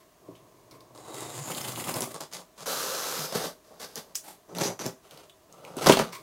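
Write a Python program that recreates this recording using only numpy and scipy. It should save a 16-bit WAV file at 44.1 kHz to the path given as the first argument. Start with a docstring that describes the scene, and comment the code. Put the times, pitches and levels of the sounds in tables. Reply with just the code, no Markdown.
"""A small cutter slits the tape of a cardboard box in a room: broadband strokes, band-passed bursts, ringing modes.
Over a quiet hush, hands slide on the board, with a soft knock and scuffs. The blade scores and runs along the front
in dense random ticks, over flutes, with droning panels and ringing film; then the corner, one long side pull and
short pushes. A sharp rip and a brush lead to two slashes through the back tape and some probing.
The lid tears free with crunches and a loud knock, then squeaks as it lifts."""
import sys
import numpy as np
from scipy import signal
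from scipy.fft import rfft, irfft
from scipy.io import wavfile
from scipy.ndimage import uniform_filter1d

SR = 44100
rng = np.random.default_rng(int(sys.argv[2]) if len(sys.argv) > 2 else 0)


def unload_audio(sound):
    """Save the sound as a 16-bit wav file, at the path given as the first command line argument."""
    columns = np.transpose(np.atleast_2d(sound))
    # keep every value between -1 and 1, then stretch to whole-number steps
    steps = np.round(np.clip(columns, -1, 1) * 32767)
    wavfile.write(sys.argv[1], SR, steps.astype(np.int16))


N = 274302
TIME_S = np.arange(N) / SR

# strokes by place: start t/s, attack/s, hold/s, panel rumble level/dB, tape rasp level/dB
SLIDING_STROKES = [(0.0, 0.0043, 0.0086, -61, -60), (0.19, .1, .06, -53, -72),
                   (0.36, 0.025, .25, -59.5, -73), (0.65, 0.013, .27, -56, -74),
                   (0.7, 0.021, 0.032, -58, -59.5), (6.122, 0.0044, 0.028, -54, -42.5),
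                   (6.175, 0.0068, 0.03, -53, -55)]  # hands and board slide over each other
ENTRY_STROKES = [(0.943, 0.0076, 0.1, -51, -58), (1.02, 0.072, 0.042, -43.5, -51.5),
                 (1.13, 0.013, .16, -42, -45.5), (1.3, 0.041, .11, -44, -44.5)]  # blade scores its way into the front tape
FRONT_STROKES = [(1.45, 0.043, 0.013, -34.5, -37), (1.505, 0.025, 0.39, -40.5, -40.5),
                 (1.862, 0.018, 0.02, -33, -38.5), (1.935, 0.0028, 0.047, -35.5, -40),
                 (2.004, 0.0045, 0.023, -35, -36), (2.04, .015, 0.07, -47, -49)]  # along the front edge, then tugs at its end
CORNER_STROKES = [(2.136, 0.0069, 0.018, -43, -46.5), (2.203, 0.0029, 0.015, -40, -42.5),
                  (2.309, .03, 0.015, -46, -40.5), (2.35, 0.013, 0.045, -49.5, -53),
                  (2.56, 0.047, .022, -46, -46.5)]  # picks its way round the corner
SIDE_STROKES = [(2.657, 0.0046, 0.594, -38, -34)]  # one long pull down the side
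SHORT_STROKES = [(3.27, 0.022, 0.023, -45, -45), (3.32, 0.0045, 0.15, -36.5, -38),
                 (3.347, 0.0042, 0.01, -30, -31.5), (3.435, 0.007, 0.0087, -37, -39),
                 (3.64, 0.0039, 0.17, -67, -64.5), (3.701, .003, 0.061, -54.5, -72),
                 (3.792, .01, 0.047, -46.5, -44), (3.87, 0.013, 0.12, -59, -57.5),
                 (3.954, 0.016, 0.0089, -40.5, -40.5), (4.02, .02, .08, -59.5, -67)]  # short pushes at the far end of the side
BRUSH_STROKES = [(4.228, 0.023, 0.076, -52.5, -50.5)]  # flat of the cutter brushes the tape
BACK_STROKES = [(4.477, 0.023, .045, -46, -61), (4.548, .002, 0.037, -39.5, -44),
                (4.582, 0.034, 0.058, -31, -33), (4.68, 0.0097, 0.031, -38.5, -51),
                (4.789, .004, 0.028, -36.5, -40), (4.825, 0.034, .006, -32.5, -37)]  # two slashes through the back tape, with lead-ins
PROBING_STROKES = [(5.02, 0.022, 0.074, -61, -63), (5.107, .005, .125, -54.5, -58),
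                   (5.48, 0.047, .11, -55, -66), (5.625, 0.016, 0.15, -46, -58),
                   (5.765, 0.0021, 0.023, -37, -43), (5.797, 0.032, 0.042, -33.5, -37.5)]  # blade feels for the last tape and levers the lid
LID_STROKES = [(5.858, 0.0025, 0.012, -16.5, -23), (5.885, 0.013, .006, -19.5, -22.5),
               (5.91, .01, .02, -23.5, -29), (5.969, 0.0024, 0.0044, -24.5, -30),
               (5.987, 0.0046, 0.012, -24, -32.5), (6.02, 0.016, 0.061, -45, -53)]  # lid tears free in a run of crunches

# spectra by place: f/Hz, relative density level/dB per Hz
HUSH_COLOUR = [(15, -61), (25, -12), (64, -7), (92, -10.5), (175, -6.5), (206, -10.5), (384, -3),
               (545, -13.5), (624, 0), (796, -16), (1070, -8.5), (1440, -19), (1560, -16.5), (2280, -21),
               (16000, -25.5)]  # quiet background
SLIDING_COLOUR = [(45, -26), (70, -28), (118, 11), (199, -8), (330, 6.5), (520, -1), (872, -10),
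                  (1050, -12), (1500, -27), (3040, -30), (4480, -29), (6000, -32), (16000, -37.5)]
ENTRY_COLOUR = [(45, -43), (80, -20), (120, 3), (190, -15), (310, 1), (580, -3.5), (800, -3), (1200, -9),
                (1600, -15), (2430, -17.5), (5750, -17.5), (7500, -12), (10000, -19.5), (16000, -29)]
FRONT_COLOUR = [(41, -39), (70, -27), (124, 0), (223, -5.5), (385, -3.5), (431, -13.5), (506, -5),
                (797, -8.5), (1050, -10), (1930, -17), (2540, -15.5), (5620, -17), (7060, -12),
                (13600, -18.5), (16000, -22.5)]
CORNER_COLOUR = [(41, -70), (70, -35), (115, -15), (170, 1), (223, -13), (394, -3), (483, -4), (977, -7),
                 (1120, -7.5), (1980, -16), (6300, -9), (13000, -23), (16000, -29)]
SIDE_COLOUR = [(41, -65), (70, -29), (166, -8), (233, -16.5), (274, -7), (422, -3), (517, 1.5), (579, -4),
               (620, -4), (1340, -6), (1980, -21), (6300, -14.5), (8470, -21.5), (13300, -20),
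               (16000, -30.5)]
SHORT_COLOUR = [(41, -74), (70, -18), (155, -3), (336, -3), (462, 5.5), (892, -1), (977, -7.5),
                (1120, -5.5), (1280, -11), (1580, -13), (2270, -22.5), (4910, -15.5), (8090, -22.5),
                (13000, -23.5), (16000, -34)]
BRUSH_COLOUR = [(59, -69), (100, -43), (174, -10), (202, -19), (283, -13), (365, -8), (406, -16),
                (524, -15.5), (872, -6.5), (970, -17), (2220, -15), (12900, -14), (16000, -24)]
BACK_COLOUR = [(41, -74), (70, -41), (113, 1), (239, -5.5), (394, 3), (955, -6), (1410, -14), (1650, -18.5),
               (2910, -24), (4690, -23), (5370, -26), (6020, -18.5), (8470, -27.5), (13300, -31),
               (16000, -49)]
PROBING_COLOUR = [(41, -42), (70, -26), (159, -2), (218, -13.5), (293, -9.5), (403, -6), (554, -3.5),
                  (934, -11.5), (1370, -12), (1650, -24.5), (2840, -20), (12700, -30.5), (16000, -41)]
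LID_COLOUR = [(30, -15), (76, -29), (120, -8), (170, 1.5), (220, -5), (300, -12), (420, -3.5), (560, -7),
              (680, -8.5), (1100, -10), (2200, -14), (4300, -13), (8000, -21.5), (16000, -29.5)]

# resonances on those spectra: f/Hz, width/Hz, lift/dB (negative = notch)
HUSH_PEAKS = [(630, 45, 2.5), (1010, 39, 2.9), (6450, 1200, 3.1)]
SLIDING_PEAKS = [(670, 88, 3.7), (1083, 210, 14.8), (2200, 170, 10), (4330, 430, 1.7)]
FRONT_PEAKS = [(197, 9.3, -2.5), (1106, 140, 4), (2025, 28, 7.5), (5770, 350, -7), (7800, 300, -3),
               (10030, 480, 2.5)]
SIDE_PEAKS = [(167, 24, 1.4), (524, 96, 0.65), (1270, 510, 0.78), (4050, 410, 2.6), (6100, 160, 1)]
SHORT_PEAKS = [(173, 38, 6.1), (1140, 140, 3.4), (3600, 350, 2), (6160, 210, 2.4)]
BACK_PEAKS = [(178, 34, 9.1), (351, 24, 2), (404, 23, 1.7), (4930, 400, 4.2), (5870, 260, 5.9)]
LID_PEAKS = [(680, 36, 0.99), (1410, 90, 1.4), (2900, 88, 5.3), (6240, 230, 5.5)]

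# knocks on the box: t/s, dry peak level/dB, upper band edge f/Hz
KNOCKS = [(0.283, -34, 456), (1.940, -33, 910), (1.982, -35, 890), (2.006, -29, 700), (2.073, -32, 707),
          (2.206, -36.5, 810), (3.353, -26, 222), (4.584, -27.5, 1200), (4.655, -25, 500),
          (4.864, -21, 540), (5.767, -26, 400), (5.860, -19.5, 980), (5.870, -10.5, 800), (5.896, -1, 900),
          (5.900, -10, 595), (5.971, -14, 910)]
# ringing modes of the box: f/Hz, width/Hz before the damping factor, mean relative level/dB
BOX_MODES = [(123.5, 6.6, -21), (170.2, 5.9, -13), (220, 24, -38), (273.5, 10.3, -1.5), (307, 45, 0),
             (388.5, 8.9, 0), (426, 130, 2.5), (522, 17, -2), (641, 21.5, 2), (677, 46, 7.5), (970, 39, 4),
             (977, 58, 0), (1358, 22, 4.5)]
# longer rips and scuffs of tape: t/s, dry peak level/dB, pitch f/Hz, crumbling time constant/s
RIPS = [(0.353, -47.5, 3020, 0.021), (0.711, -41, 4700, 0.0068), (0.806, -44, 4330, 0.0052),
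        (1.883, -25, 2440, 0.018), (4.148, -36, 4640, 0.014), (4.154, -15.5, 6570, .0065),
        (4.160, -23, 8400, .013), (4.635, -22, 4660, 0.018), (5.297, -40.5, 3200, 0.0078),
        (5.922, -10, 3000, 0.0055), (5.991, -12.5, 1410, 0.0026)]
# clean snaps and blade ticks: t/s, dry peak level/dB, pitch f/Hz
SNAPS = [(0.951, -43, 4030), (0.977, -36.5, 4380), (1.207, -27.5, 6960), (1.941, -21, 5260),
         (2.007, -14, 8900), (2.021, -16.5, 6700), (2.144, -27.5, 9300), (2.207, -26, 6140),
         (2.335, -25.5, 5260), (2.369, -28, 4300), (2.659, -37, 1520), (3.352, -29, 4600),
         (3.957, -18.5, 5630), (4.55, -29.5, 2560), (4.585, -22, 4770), (4.863, -18, 5900),
         (5.11, -36, 3200), (5.175, -33.5, 4600), (5.526, -36, 7100), (5.65, -33.5, 2340),
         (5.768, -26, 7650), (5.861, -17, 3340), (5.87, -7.5, 5200), (5.888, -7.5, 6100), (5.896, -8, 3160),
         (5.971, -16, 3560), (6.124, -36, 5100)]

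# gliding resonances: start t/s, rise/s, fall/s, start f/Hz, end f/Hz, width/Hz, crest level/dB
FILM_RINGS = [(0.96, 0.28, 0.23, 3960, 3610, 240, -50.5), (1.48, 0.062, .4, 3240, 2700, 180, -50),
              (0.95, 0.55, 0.43, 6870, 6980, 740, -47), (2.66, 0.31, 0.32, 6250, 6070, 700, -48),
              (3.02, 0.21, 0.21, 5500, 4850, 480, -42), (4.56, .11, 0.044, 5890, 6400, 900, -39.5),
              (4.79, .008, 0.087, 6020, 6230, 800, -43)]  # taut film
PANEL_DRONES = [(1.04, 0.23, 0.076, 119.7, 124, 16, -50), (1.28, .14, .14, 148, 134, 28, -43),
                (1.48, .26, .24, 132, 114, 26, -42), (2.66, .02, 0.078, 520, 511, 95, -37.5),
                (2.76, .16, 0.16, 515, 522, 66, -38), (3.12, 0.077, 0.12, 176.3, 164, 42, -42.5)]  # cardboard panels
LID_SQUEAKS = [(6.125, .012, .013, 997, 1050, 150, -43), (6.15, 0.0124, 0.025, 1075, 1057, 150, -40)]  # lid as it lifts

# reverberation of the room: f/Hz, t60/s
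ROOM_T60 = [(150, 0.27), (700, 0.2), (2500, 0.19), (6000, 0.19), (14000, 0.24)]

HUSH_RMS_DB = -60
PANEL_EDGE_HZ, CUTOFF_HZ = 1500, 15900
EASE_DB_PER_S, RELEASE_DB_PER_S = 4, 461
SNAP_CRUMBLE_S = 0.002
RING_EDGE_DB = 23  # both ends of a resonance lie this far below its crest
FLUTES_FROM_S, FLUTES_TO_S = 1.487, 1.865
FLUTES_START_PER_S, FLUTES_SLOWING_PER_S2, FLUTE_SWELL_DB = 33.2, 28, 3
RIDGE_DB, RIDGE_SPREAD_DB = -28, 0.5
RIDGE_HZ, RIDGE_SPREAD_OCTAVES, RIDGE_CRUMBLE_S = 3460, 0.6, 0.0038


def from_db(db):
    """Decibels to gain."""
    return 10 ** (np.asarray(db) / 20)


def rms_one(x):
    """Scale to unit power."""
    return x / np.sqrt(np.mean(x ** 2) + 1e-20)


def at_hz(points, hz):
    """Interpolate a table on a log-frequency axis."""
    freq_hz, value = np.transpose(points)
    return np.interp(np.log(np.maximum(hz, 1)), np.log(freq_hz), value)


def butter(x, hz, kind, order=2):
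    """Causal low-, high- or band-pass."""
    sos = signal.butter(order, np.minimum(hz, SR / 2 - 1), kind, fs=SR, output="sos")
    return signal.sosfilt(sos, x)


def add(out, start_s, sound):
    """Mix a sound in at its start time."""
    start = max(round(start_s * SR), 0)
    out[start:start + len(sound)] += sound[:max(N - start, 0)]


def drift(knots_per_s, size):
    """Slow random curve of about unit spread, linear between random knots."""
    knots = rng.standard_normal(N // 20)
    position = np.arange(size) * knots_per_s / SR
    return np.interp(position, np.arange(len(knots)), knots) * np.sqrt(3 / 2)


def response(colour, peaks, size=4096):
    """Minimum-phase impulse response of a broad spectrum with resonances on it."""
    hz = np.arange(size // 2 + 1) * SR / size
    db = at_hz(colour, hz)
    for centre_hz, width_hz, lift_db in peaks:
        db = db + lift_db / (1 + (2 * (hz - centre_hz) / width_hz) ** 2)
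    # folding the cepstrum makes the response causal
    cepstrum = irfft(np.log(from_db(db)))[:size // 2]
    cepstrum[1:] *= 2
    return irfft(np.exp(rfft(cepstrum, size)))


def background_hush():
    """Steady quiet noise, coloured by its spectrum."""
    noise = rng.standard_normal(N)
    hush = signal.fftconvolve(noise, response(HUSH_COLOUR, HUSH_PEAKS))[:N]
    return from_db(HUSH_RMS_DB) * rms_one(hush)


def pressure(attack_s, hold_s):
    """Gain of one stroke: linear rise, hold while the hand slowly eases, quick release."""
    t = TIME_S[:int((attack_s + hold_s + 60 / RELEASE_DB_PER_S) * SR)]
    release_db = RELEASE_DB_PER_S * np.maximum(t - attack_s - hold_s, 0)
    rise = np.minimum(t / max(attack_s, 1 / SR), 1)
    return rise * from_db(-EASE_DB_PER_S * t - release_db)


def fibre_breaks(size, per_s, spread_db, friction):
    """Random ticks of uneven size, as fibres break, over smooth friction noise; unit power."""
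    breaks = (rng.random(size) < per_s / SR) * rng.choice([-1, 1], size)
    sizes = from_db(spread_db * np.minimum(rng.exponential(1, size), 4))
    return rms_one(rms_one(breaks * sizes) + friction * rng.standard_normal(size))


def strokes(table, colour, peaks, per_s, spread_db, friction, judder_db, swell_db=0 * TIME_S):
    """The same juddering breaks shake the panels (lows) and rasp in the tape (highs)."""
    out = np.zeros(N)
    ring = response(colour, peaks)
    panel, tape = [butter(ring, PANEL_EDGE_HZ, kind, order=5) for kind in ("low", "high")]
    for start_s, attack_s, hold_s, rumble_db, rasp_db in table:
        pressed = pressure(attack_s, hold_s)
        grip = from_db(judder_db * drift(127.0, SR))
        grain = fibre_breaks(SR, per_s, spread_db, friction) * grip
        force = pressed * rms_one(grain[:len(pressed)])
        rasp_db = rasp_db + np.interp(start_s + TIME_S[:len(pressed)], TIME_S, swell_db)
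        for part, db in ((panel, rumble_db), (tape, rasp_db)):
            add(out, start_s, signal.fftconvolve(force * from_db(db), part / np.linalg.norm(part)))
    return out


def hand_sliding():
    """Mostly smooth friction of hands and board, before and after the cutting."""
    return strokes(SLIDING_STROKES, SLIDING_COLOUR, SLIDING_PEAKS,
                   per_s=1300, spread_db=-1.0, friction=0.94, judder_db=-2.0)


def knocks(damping, thud, thud_s, lowest_hz):
    """A blow rings all box modes over a short dull thud; soft contacts lose the upper modes."""
    out, t = np.zeros(N), TIME_S[:SR // 3]
    hz, width_hz, mode_db = np.transpose(BOX_MODES)[:, :, None]
    for start_s, db, bright_hz in KNOCKS:
        strength = from_db(mode_db + rng.normal(0, 0.55, hz.shape)) * rng.choice([-1, 1], hz.shape)
        decay = np.exp(-np.pi * damping * width_hz * t)
        ring = np.sum(strength * np.sin(2 * np.pi * hz * t) * decay, axis=0)
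        push = rms_one(butter(rng.standard_normal(len(t)), [250, 900], "band")) * np.exp(-t / thud_s)
        # a small box radiates almost nothing below its lowest mode
        knock = butter(ring + thud * push, [lowest_hz, bright_hz], "band", order=3)
        add(out, start_s, from_db(db) * knock / np.abs(knock).max())
    return out


def snaps(breadth, crack):
    """Taut film gives way with one hard break, then crumbles for milliseconds around its own pitch."""
    out, t = np.zeros(N), TIME_S[:SR // 15]
    clean = [(*snap, SNAP_CRUMBLE_S) for snap in SNAPS]
    for start_s, db, hz, crumble_s in clean + list(RIPS) + ridge_crackles():
        crumbling = rng.standard_normal(len(t)) * np.exp(-t / crumble_s)
        hard_break = 2 * rng.standard_normal(len(t)) * np.exp(-t / 0.00028)
        burst = crumbling + hard_break
        film = butter(burst, [hz / (1 + breadth), hz * (1 + breadth)], "band")
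        snap = film + crack * butter(burst, [hz / 3, hz * 3], "band", order=1)
        add(out, start_s, from_db(db) * snap / np.abs(snap).max())
    return out


def cutting():
    """Every pass of the blade, each with the grain of its place on the box."""
    swell_db, _ = flutes()
    entry = strokes(ENTRY_STROKES, ENTRY_COLOUR, FRONT_PEAKS,
                    per_s=1700, spread_db=2.5, friction=0.44, judder_db=1.95)
    front = strokes(FRONT_STROKES, FRONT_COLOUR, FRONT_PEAKS,
                    per_s=900, spread_db=0.5, friction=0.94, judder_db=2.86, swell_db=swell_db)
    corner = strokes(CORNER_STROKES, CORNER_COLOUR, FRONT_PEAKS,
                     per_s=990, spread_db=2.5, friction=0.4, judder_db=0.0)
    side = strokes(SIDE_STROKES, SIDE_COLOUR, SIDE_PEAKS,
                   per_s=2200, spread_db=1.0, friction=0.58, judder_db=0.3)
    short = strokes(SHORT_STROKES, SHORT_COLOUR, SHORT_PEAKS,
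                    per_s=2000, spread_db=2, friction=0.81, judder_db=1.5)
    brush = strokes(BRUSH_STROKES, BRUSH_COLOUR, [],
                    per_s=2000, spread_db=0.0, friction=1, judder_db=2.0)
    back = strokes(BACK_STROKES, BACK_COLOUR, BACK_PEAKS,
                   per_s=1100, spread_db=2.5, friction=0.65, judder_db=2.1)
    probing = strokes(PROBING_STROKES, PROBING_COLOUR, LID_PEAKS,
                      per_s=2500, spread_db=3, friction=0.64, judder_db=2.5)
    return entry + front + corner + side + short + brush + back + probing


def resonances(table):
    """Narrow noise-shaken resonances that swell, glide evenly in pitch and fade."""
    out = np.zeros(N)
    for start_s, rise_s, fall_s, start_hz, end_hz, width_hz, db in table:
        t = TIME_S[:int((rise_s + fall_s) * SR)]
        phase = 2 * np.pi * np.cumsum(np.linspace(start_hz, end_hz, len(t))) / SR
        # the tail of a longer noise leaves the filter settled
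        shaken = butter(rng.standard_normal((2, 2 * SR)), width_hz / 2, "low")[:, -len(t):]
        ringing = rms_one(shaken[0] * np.cos(phase) + shaken[1] * np.sin(phase))
        below_crest = np.interp(t, [0, rise_s, rise_s + fall_s], [1, 0, 1])
        swell = from_db(db - RING_EDGE_DB * below_crest)
        add(out, start_s, ringing * uniform_filter1d(swell, size=200, mode="constant"))
    return out


def singing():
    """Taut film rings, swelling over the flutes; panels drone; the lid squeaks as it lifts."""
    swell_db, _ = flutes()
    film = from_db(swell_db) * resonances(FILM_RINGS)
    return film + resonances(PANEL_DRONES) + resonances(LID_SQUEAKS)


def flutes():
    """The blade slows over the corrugation, biting at each ridge: swell (dB), ridge times (s)."""
    t = np.clip(TIME_S, FLUTES_FROM_S, FLUTES_TO_S) - FLUTES_FROM_S
    crossed = FLUTES_START_PER_S * t - FLUTES_SLOWING_PER_S2 * t ** 2 / 2
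    on_flutes = (TIME_S > FLUTES_FROM_S) * (TIME_S < FLUTES_TO_S)
    swell_db = FLUTE_SWELL_DB * np.cos(2 * np.pi * crossed) * on_flutes
    return swell_db, TIME_S[1:][np.diff(np.floor(crossed)) > 0]


def ridge_crackles():
    """One small rip per ridge, strength and pitch random; rows as in RIPS."""
    _, times_s = flutes()
    chance = np.clip(rng.standard_normal((len(times_s), 2)), -2, 2)
    rows = []
    for start_s, (strength, pitch) in zip(times_s, chance):
        db = RIDGE_DB + RIDGE_SPREAD_DB * strength
        hz = RIDGE_HZ * 2 ** (RIDGE_SPREAD_OCTAVES * pitch)
        rows.append((start_s, db, hz, RIDGE_CRUMBLE_S))
    return rows


def lid_tear():
    """Crunches of dense uneven breaks with little friction as the lid tears free."""
    return strokes(LID_STROKES, LID_COLOUR, LID_PEAKS,
                   per_s=1100, spread_db=2.5, friction=0.26, judder_db=1.7)


def room(x, wet_db, first_echo_s):
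    """Scattered reflections start after a few milliseconds and die away band by band."""
    t, tail = TIME_S[:SR // 2], 0
    edges_hz = np.geomspace(100, 18000, 9)
    for low_hz, high_hz in zip(edges_hz, edges_hz[1:]):
        band = butter(rng.standard_normal(len(t)), [low_hz, high_hz], "band")
        t60_s = at_hz(ROOM_T60, np.sqrt(low_hz * high_hz))
        tail = tail + band * np.exp(-np.log(1000) * t / t60_s)
    # lows stay mostly direct
    tail = butter(tail * (t > first_echo_s), 320, "high", order=1)
    return x + from_db(wet_db) * signal.fftconvolve(x, tail / np.linalg.norm(tail))[:N]


def stereo_smear(mid):
    """A faint short noise smear of the sound, opposite in the two channels."""
    smear = rng.standard_normal(SR // 80)
    side = from_db(-34.5) * signal.fftconvolve(mid, smear / np.linalg.norm(smear))[:N]
    return np.array([mid + side, mid - side])


def scene():
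    """All box sounds in the room over the hush, nearly the same in both ears."""
    rubbing = hand_sliding() + cutting() + lid_tear()
    blows = knocks(damping=1.53, thud=0.88, thud_s=0.006, lowest_hz=111) + snaps(breadth=0.24, crack=0.38)
    box = rubbing + blows + singing()
    mid = room(box, wet_db=-6.5, first_echo_s=0.0045) + background_hush()
    return stereo_smear(mid)


def record(dry):
    """Clip peaks at full scale, then low-pass the top."""
    low_pass = signal.firwin(301, CUTOFF_HZ, fs=SR)
    return signal.fftconvolve(np.clip(dry, -1, 1), low_pass[None], "same", axes=1)


dry = scene()
out = record(dry)
unload_audio(out)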